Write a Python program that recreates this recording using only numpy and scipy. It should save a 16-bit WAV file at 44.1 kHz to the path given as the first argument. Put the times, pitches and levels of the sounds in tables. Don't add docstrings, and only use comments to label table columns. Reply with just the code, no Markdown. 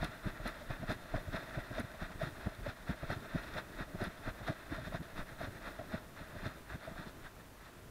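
import sys
import numpy as np
from scipy import signal
from scipy.fft import rfft, irfft, next_fast_len
from scipy.io import wavfile
from scipy.ndimage import uniform_filter1d

SR = 44100
rng = np.random.default_rng(int(sys.argv[2]) if len(sys.argv) > 2 else 0)


def put_to_file(sound):
    columns = np.atleast_2d(sound).T
    safe = np.clip(columns, -1, 1)
    whole_steps = np.round(safe * 32767)
    wavfile.write(sys.argv[1], SR, whole_steps.astype(np.int16))


N = 348390
SIZE = next_fast_len(N + SR // 2)
HZ = np.arange(SIZE // 2 + 1) * SR / SIZE + 1e-3
TIME = np.arange(N) / SR

# (peak time [s], swish level [dB], sway level [dB])
FOOTFALLS = [(0.041, -42.5, -38), (0.278, -44.5, -41), (.481, -41.5, -41), (0.718, -45.5, -40.5),
             (0.914, -39.5, -42.5), (1.157, -45, -37), (1.363, -41, -48), (1.588, -47, -45.5),
             (1.791, -39, -45), (2.033, -46.5, -45), (2.239, -41.5, -48), (2.468, -47, -43),
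             (2.681, -45.5, -45.5), (2.908, -44, -46), (3.121, -41.5, -44.5), (3.366, -48, -43),
             (3.579, -44.5, -49), (3.811, -46.5, -44.5), (4.036, -42, -46.5), (4.281, -45.5, -41),
             (4.491, -43, -46), (4.737, -49.5, -43.5), (4.948, -46, -46), (5.197, -47.5, -40.5),
             (5.432, -45, -51), (5.673, -47, -50), (5.943, -48.5, -60), (6.205, -50, -54.5),
             (6.457, -46.5, -46), (6.728, -48.5, -46), (6.996, -48, -50), (7.249, -53.5, -50.5),
             (7.645, -56, -57)]
FIRST_GAP_S = .22
SWISH_PRESS = 0.85
SWISH_RISE, SWISH_FALL = (0.1, 0.11), (0.099, .09)
SWISH_TREBLE_DB = (-11, -13.5)
# (peak time [s], level [dB], treble relative to it [dB])
TUFTS = [(.385, -54, -24), (.613, -55, -8), (.835, -61, -18), (1.049, -62, -8), (1.48, -58.5, -8),
         (1.717, -54.5, -11), (2.368, -60, -13), (3.03, -52, -18), (3.263, -51.5, -16), (4.408, -55.5, -11),
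         (4.87, -50.5, -10), (5.033, -61, -13), (6.316, -58, -15), (6.851, -50.5, -12), (7.085, -56, -8),
         (7.4, -58, -15)]
TUFT_RISE_S, TUFT_FALL_S = 0.026, 0.016
# (time [s], level [dB])
RUSTLE_BED = [(0.0, -53.5), (.35, -57), (.61, -53.5), (1.49, -53.5), (2.53, -54.5), (2.88, -62),
              (3.08, -55.5), (4.47, -55), (4.99, -58.5), (5.2, -56.5), (5.97, -56), (6.16, -68),
              (6.36, -54), (6.73, -66), (6.89, -54), (7.5, -74.5), (7.77, -61), (7.9, -76)]
BED_TREBLE_DB, USUAL_BED_DB = -12, -57
# (frequency [Hz], width [Hz], level [dB])
HOUSING_DULL = [(266, 290, -3.5), (635, 207, 0), (888, 135, -4.5), (1014, 32, -4.5), (1145, 220, -7),
                (1355, 320, -0.5), (1617, 450, -1.5), (1884, 350, -2.5), (2370, 280, -14.5),
                (2570, 390, -12)]
HOUSING_BRIGHT = [(3314, 230, -3.5), (3638, 304, 2.5), (4084, 225, -1), (4270, 180, -6), (4740, 250, -9.5),
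                  (5050, 360, -11), (5550, 790, -14), (5900, 5400, -22), (9400, 340, -20),
                  (11100, 7400, -26.5)]

# (peak time [s], drive level [dB], swing before wobble [Hz])
MOUNT_JOLTS = [(.027, -35.5, 171), (0.043, -37.5, 151), (0.09, -45, 115), (0.267, -31, 127),
               (.406, -42, 152), (.462, -39, 181), (.707, -36, 123), (0.806, -44, 146), (.832, -38.5, 141),
               (.9, -34.5, 185), (0.919, -37.5, 187.4), (0.96, -44.5, 119), (1.15, -29, 134.3),
               (1.286, -38, 127.5), (1.347, -36.5, 207), (1.581, -32, 110), (1.718, -35.5, 161.7),
               (1.801, -34, 217), (1.845, -44, 144), (2.026, -35.5, 148.4), (2.109, -47, 200),
               (2.157, -45, 150), (2.236, -34.5, 143), (2.277, -38.5, 139), (2.47, -31.5, 128.4),
               (2.593, -45, 140), (2.687, -39.5, 129.6), (2.902, -30.5, 135.8), (3.037, -36.5, 143.3),
               (3.104, -37, 183), (3.124, -36.5, 181), (3.171, -39.5, 133), (3.356, -31.5, 133.3),
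               (3.501, -50, 127), (3.565, -41, 140), (3.812, -36.5, 143.4), (3.949, -37.5, 152),
               (4.023, -32.5, 198), (4.077, -38, 152), (4.278, -33.5, 114), (4.418, -42.5, 130),
               (4.502, -35.5, 146), (4.722, -35, 124.4), (4.784, -42, 136), (4.81, -46, 136),
               (4.83, -43, 132), (4.874, -39.5, 165), (4.951, -36, 136), (5.009, -40, 108.4),
               (5.195, -41.5, 149), (5.323, -50, 119), (5.413, -45, 196.5), (5.437, -40, 179.5),
               (5.481, -36.5, 108.4), (5.799, -46, 116.5), (5.947, -34.5, 139), (6.217, -45, 136),
               (6.343, -50, 127.4), (6.365, -41.5, 127), (6.437, -43, 162), (6.47, -35.5, 141),
               (6.754, -38.5, 126.3), (6.886, -45, 145.5), (6.92, -45, 142), (6.996, -42, 199),
               (7.068, -43.5, 200)]
JOLT_RISE_S, JOLT_FALL_S = .006, 0.0066
JIGGLE_PER_S, JIGGLE_DB, JIGGLE_SCATTER_DB, JIGGLE_HZ = 2.6, -56.5, 3, (124, 185)
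JIGGLE_END_S, MAX_JIGGLES = 7.1, 40
# (frequency [Hz], width [Hz], level [dB])
STRAP_MODES = [(283, 79, 0.44), (133.5, 103, -1.4)]

# (peak time [s], level [dB])
WALL_KNOCKS = [(.03, -36.5), (.269, -44), (.402, -47), (.457, -41), (.618, -54), (.706, -44), (.832, -43.5),
               (.903, -37.5), (.97, -55), (1.143, -37), (1.18, -43.5), (1.282, -53), (1.344, -42),
               (1.369, -45), (1.582, -41), (1.712, -48.5), (1.77, -49), (1.784, -38.5), (1.947, -50),
               (2.024, -41.5), (2.105, -49), (2.218, -37.5), (2.469, -40), (2.666, -38), (2.895, -45.5),
               (2.945, -51), (3.034, -42), (3.105, -38), (3.359, -43.5), (3.56, -45), (3.58, -52),
               (3.811, -45), (3.951, -47), (4.007, -43.5), (4.025, -37), (4.279, -43.5), (4.413, -47),
               (4.484, -36), (4.502, -45), (4.52, -45.5), (4.723, -49), (4.786, -51), (4.872, -45),
               (4.926, -43.5), (4.949, -39), (5.309, -49.5), (5.41, -44), (5.476, -47), (5.793, -42.5),
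               (5.814, -47), (5.918, -48.5), (5.942, -36.5), (6.202, -52), (6.361, -45), (6.461, -44),
               (6.74, -51), (6.878, -46.5), (6.962, -44)]
# (frequency [Hz], width [Hz], level [dB])
WALL_MODES = [(632, 119, 1.5), (300, 260, -11.5), (1010, 310, -19)]
KNOCK_RISE_S, KNOCK_FALL_S = 0.0024, 0.0061
MURMUR_DB, MURMUR_FOLLOW = -64, 0.34

SWAY_LAG_S, SWAY_SPREAD_S = (-0.0307, .002), (.04, 0.0309)
# (frequency [Hz], level per Hz [dB])
RUMBLE_COLOUR = [(15, -4.5), (30, 0), (70, -3.5), (150, -5.5), (300, -9.5), (500, -14), (900, -38)]
# (time [s], level [dB])
RUMBLE_FADE = [(0.0, -55.5), (6.4, -55), (7.9, -56.5)]
RUMBLE_FOLLOW = 0.1

# (time [s], force before its resonances [dB])
TICK_BLOWS = [(0.044, -14.5), (0.479, -16), (0.9253, -24), (1.7987, -16), (2.2328, -26), (3.1073, -27),
              (3.8094, -35), (4.0397, -19)]
# (frequency [Hz], width [Hz], level [dB])
TICK_RING = [(10730, 540, 0), (9550, 500, -3), (11600, 900, -11), (13500, 3000, -17), (5900, 1800, -12)]

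# (frequency [Hz], level per Hz [dB])
HISS_COLOUR = [(100, 3), (1000, 15.5), (5000, 0.5), (9000, -2), (14000, -2), (15700, -7)]
HISS_DB = -60.5
# (frequency [Hz], level before wavering [dB])
WHINE_COMB = [(9337.6, -94), (9410.2, -92), (9482.9, -85), (9555.6, -85.5), (9628.1, -91), (9700.9, -93)]
# (start time [s], end time [s])
THIN_TONE_SPANS = [(.21, .38), (1.2, 1.4), (5.37, 5.5), (6.28, 6.42), (6.48, 6.56)]
# (frequency [Hz], level before wavering [dB])
THIN_TONES = [(11293, -82), (14116, -81.5)]
TOP_HZ = 15660


def rustle():
    low_power = undb(2 * (bed_db() + 2.0 * walk(14)))
    high_power = low_power * undb(2 * BED_TREBLE_DB)
    for at, db, treble_db, rise, fall in swishes() + tufts():
        i, _, shape = bell(at, rise, fall)
        shape = np.tanh(SWISH_PRESS * shape) / np.tanh(SWISH_PRESS)
        low_power[i] += undb(2 * db) * shape ** 2
        high_power[i] += undb(2 * (db + treble_db)) * shape ** 2
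    patchy = undb(1.8 * walk(70))
    dull = unit(colour(grains(scatter_db=2.0), modes(HOUSING_DULL)))
    bright = unit(colour(grains(scatter_db=3.), modes(HOUSING_BRIGHT)))
    return patchy * (np.sqrt(low_power) * dull + np.sqrt(high_power) * bright)


def swishes():
    gaps = np.diff([row[0] for row in FOOTFALLS], prepend=FOOTFALLS[0][0] - FIRST_GAP_S)
    rows = []
    for k, ((at, db, _), gap) in enumerate(zip(FOOTFALLS, gaps)):
        pair = k % 2
        rows.append((at, db, SWISH_TREBLE_DB[pair], gap * SWISH_RISE[pair], gap * SWISH_FALL[pair]))
    return rows


def tufts():
    return [(*row, TUFT_RISE_S, TUFT_FALL_S) for row in TUFTS]


def bed_db():
    return np.interp(TIME, *np.transpose(RUSTLE_BED))


def jolts():
    out, rattle = np.zeros(N), np.zeros(N)
    wobble = walk(130)
    straps = unit(colour(grains(scatter_db=4.), modes(STRAP_MODES)))
    rows = MOUNT_JOLTS + jiggles()
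    chances = rng.random((len(MOUNT_JOLTS) + MAX_JIGGLES, 2))
    for (at, db, hz), (phase, deep) in zip(rows, chances):
        i, t, shape = bell(at, JOLT_RISE_S, JOLT_FALL_S)
        turns = np.cumsum(hz * np.exp(0.257 * wobble[i])) / SR + phase
        swing = np.sin(2 * np.pi * turns) + 0.31 * np.sin(2 * np.pi * 1.9 * turns)
        thud = np.sin(2 * np.pi * ((60 + 45 * deep) * t + phase))
        out[i] += undb(db) * np.tanh(1.48 * shape) * swing
        out[i] += undb(db - 5.5) * shape ** 0.55 * thud
        rattle[i] += undb(db - 10.0) * shape ** 0.46
    return out + rattle * straps


def jiggles():
    gap, size, pitch = rng.random((MAX_JIGGLES, 3)).T
    at = np.cumsum(-np.log(1 - gap)) / JIGGLE_PER_S
    db = JIGGLE_DB + JIGGLE_SCATTER_DB * (2 * size - 1)
    hz = np.interp(pitch, (0, 1), JIGGLE_HZ)
    return [row for row in zip(at, db, hz) if row[0] < JIGGLE_END_S]


def knocks():
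    murmur_db = MURMUR_DB + MURMUR_FOLLOW * (bed_db() - USUAL_BED_DB)
    force = undb(murmur_db + 3.2 * np.tanh(0.6 * walk(35)))
    for at, db in WALL_KNOCKS:
        i, _, shape = bell(at, KNOCK_RISE_S, KNOCK_FALL_S)
        force[i] += undb(db) * shape
    return force * unit(colour(grains(scatter_db=1.9), modes(WALL_MODES)))


def sway():
    out, wobble = np.zeros(N), walk(30)
    chances = rng.random((len(FOOTFALLS), 2))
    for k, ((at, _, db), (pitch, phase)) in enumerate(zip(FOOTFALLS, chances)):
        spread = SWAY_SPREAD_S[k % 2]
        i, _, shape = bell(at + SWAY_LAG_S[k % 2], spread, spread)
        hz = (20 + 25 * pitch) * np.exp(0.31 * np.tanh(wobble[i]))
        turns = np.cumsum(hz) / SR + phase
        out[i] += undb(db) * shape * np.sin(2 * np.pi * turns)
    return out + rumble()


def rumble():
    noise = unit(colour(rng.standard_normal(N), slope(RUMBLE_COLOUR)))
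    db = np.interp(TIME, *np.transpose(RUMBLE_FADE)) + RUMBLE_FOLLOW * (bed_db() - USUAL_BED_DB)
    return undb(db + 4.1 * np.tanh(0.78 * walk(25))) * noise


def ticks():
    force = np.zeros(N)
    for at, db in TICK_BLOWS:
        force[int(at * SR)] += undb(db)
        force[int((at + .0011) * SR)] += undb(db - 8)
    return colour(force, modes(TICK_RING))


def electronics():
    hiss = undb(HISS_DB) * unit(colour(rng.standard_normal(N), slope(HISS_COLOUR)))
    whine = sum(tone(hz, db, rng.random()) for hz, db in WHINE_COMB)
    fade = np.clip((7.3 - TIME) / .4, 0, 1)
    whine = whine * undb(1.2 * walk(5) - .5) * fade
    on = sum((TIME > start) & (TIME < end) for start, end in THIN_TONE_SPANS)
    on = uniform_filter1d(1. * on, size=400)
    thin = sum(tone(hz, db, 0) for hz, db in THIN_TONES)
    return hiss + whine + on * undb(1.5 * walk(40)) * thin


def tone(hz, db, phase):
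    return undb(db) * np.sqrt(2) * np.sin(2 * np.pi * (hz * TIME + phase))


def undb(db):
    return 10 ** (np.asarray(db) / 20)


def unit(x):
    return x / np.sqrt(np.mean(x ** 2))


def colour(x, gain):
    cepstrum = irfft(np.log(gain + 1e-6), SIZE)
    cepstrum[1:SIZE // 2] *= 2
    cepstrum[SIZE // 2 + 1:] = 0
    return irfft(rfft(x, SIZE) * np.exp(rfft(cepstrum)), SIZE)[:N]


def modes(table):
    power = 0
    for hz, width, db in table:
        detune = (HZ ** 2 - hz ** 2) / (HZ * width)
        power = power + undb(2 * db) / (1 + detune ** 2) ** 2
    return np.sqrt(power)


def slope(table):
    hz, db = np.transpose(table)
    return undb(np.interp(np.log(HZ), np.log(hz), db))


def walk(rate):
    k = int(SR / rate)
    held = np.repeat(rng.standard_normal(N // k + 1), k)
    return unit(uniform_filter1d(uniform_filter1d(held, k), k)[:N])


def grains(scatter_db):
    return unit(rng.standard_normal(N) * undb(scatter_db * rng.exponential(size=N)))


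def bell(at, rise, fall):
    start = max(int((at - 4 * rise) * SR), 0)
    end = min(int((at + 4 * fall) * SR), N)
    i = np.arange(start, end)
    t = i / SR - at
    return i, t, np.exp(-.5 * (t / np.where(t < 0, rise, fall)) ** 2)


def scene():
    return (rustle() + jolts() + knocks() + sway() + ticks() + electronics())[None]


def record(dry):
    return signal.sosfilt(signal.ellip(10, .2, 60, TOP_HZ, fs=SR, output="sos"), dry)


dry = scene()
out = record(dry)
put_to_file(out)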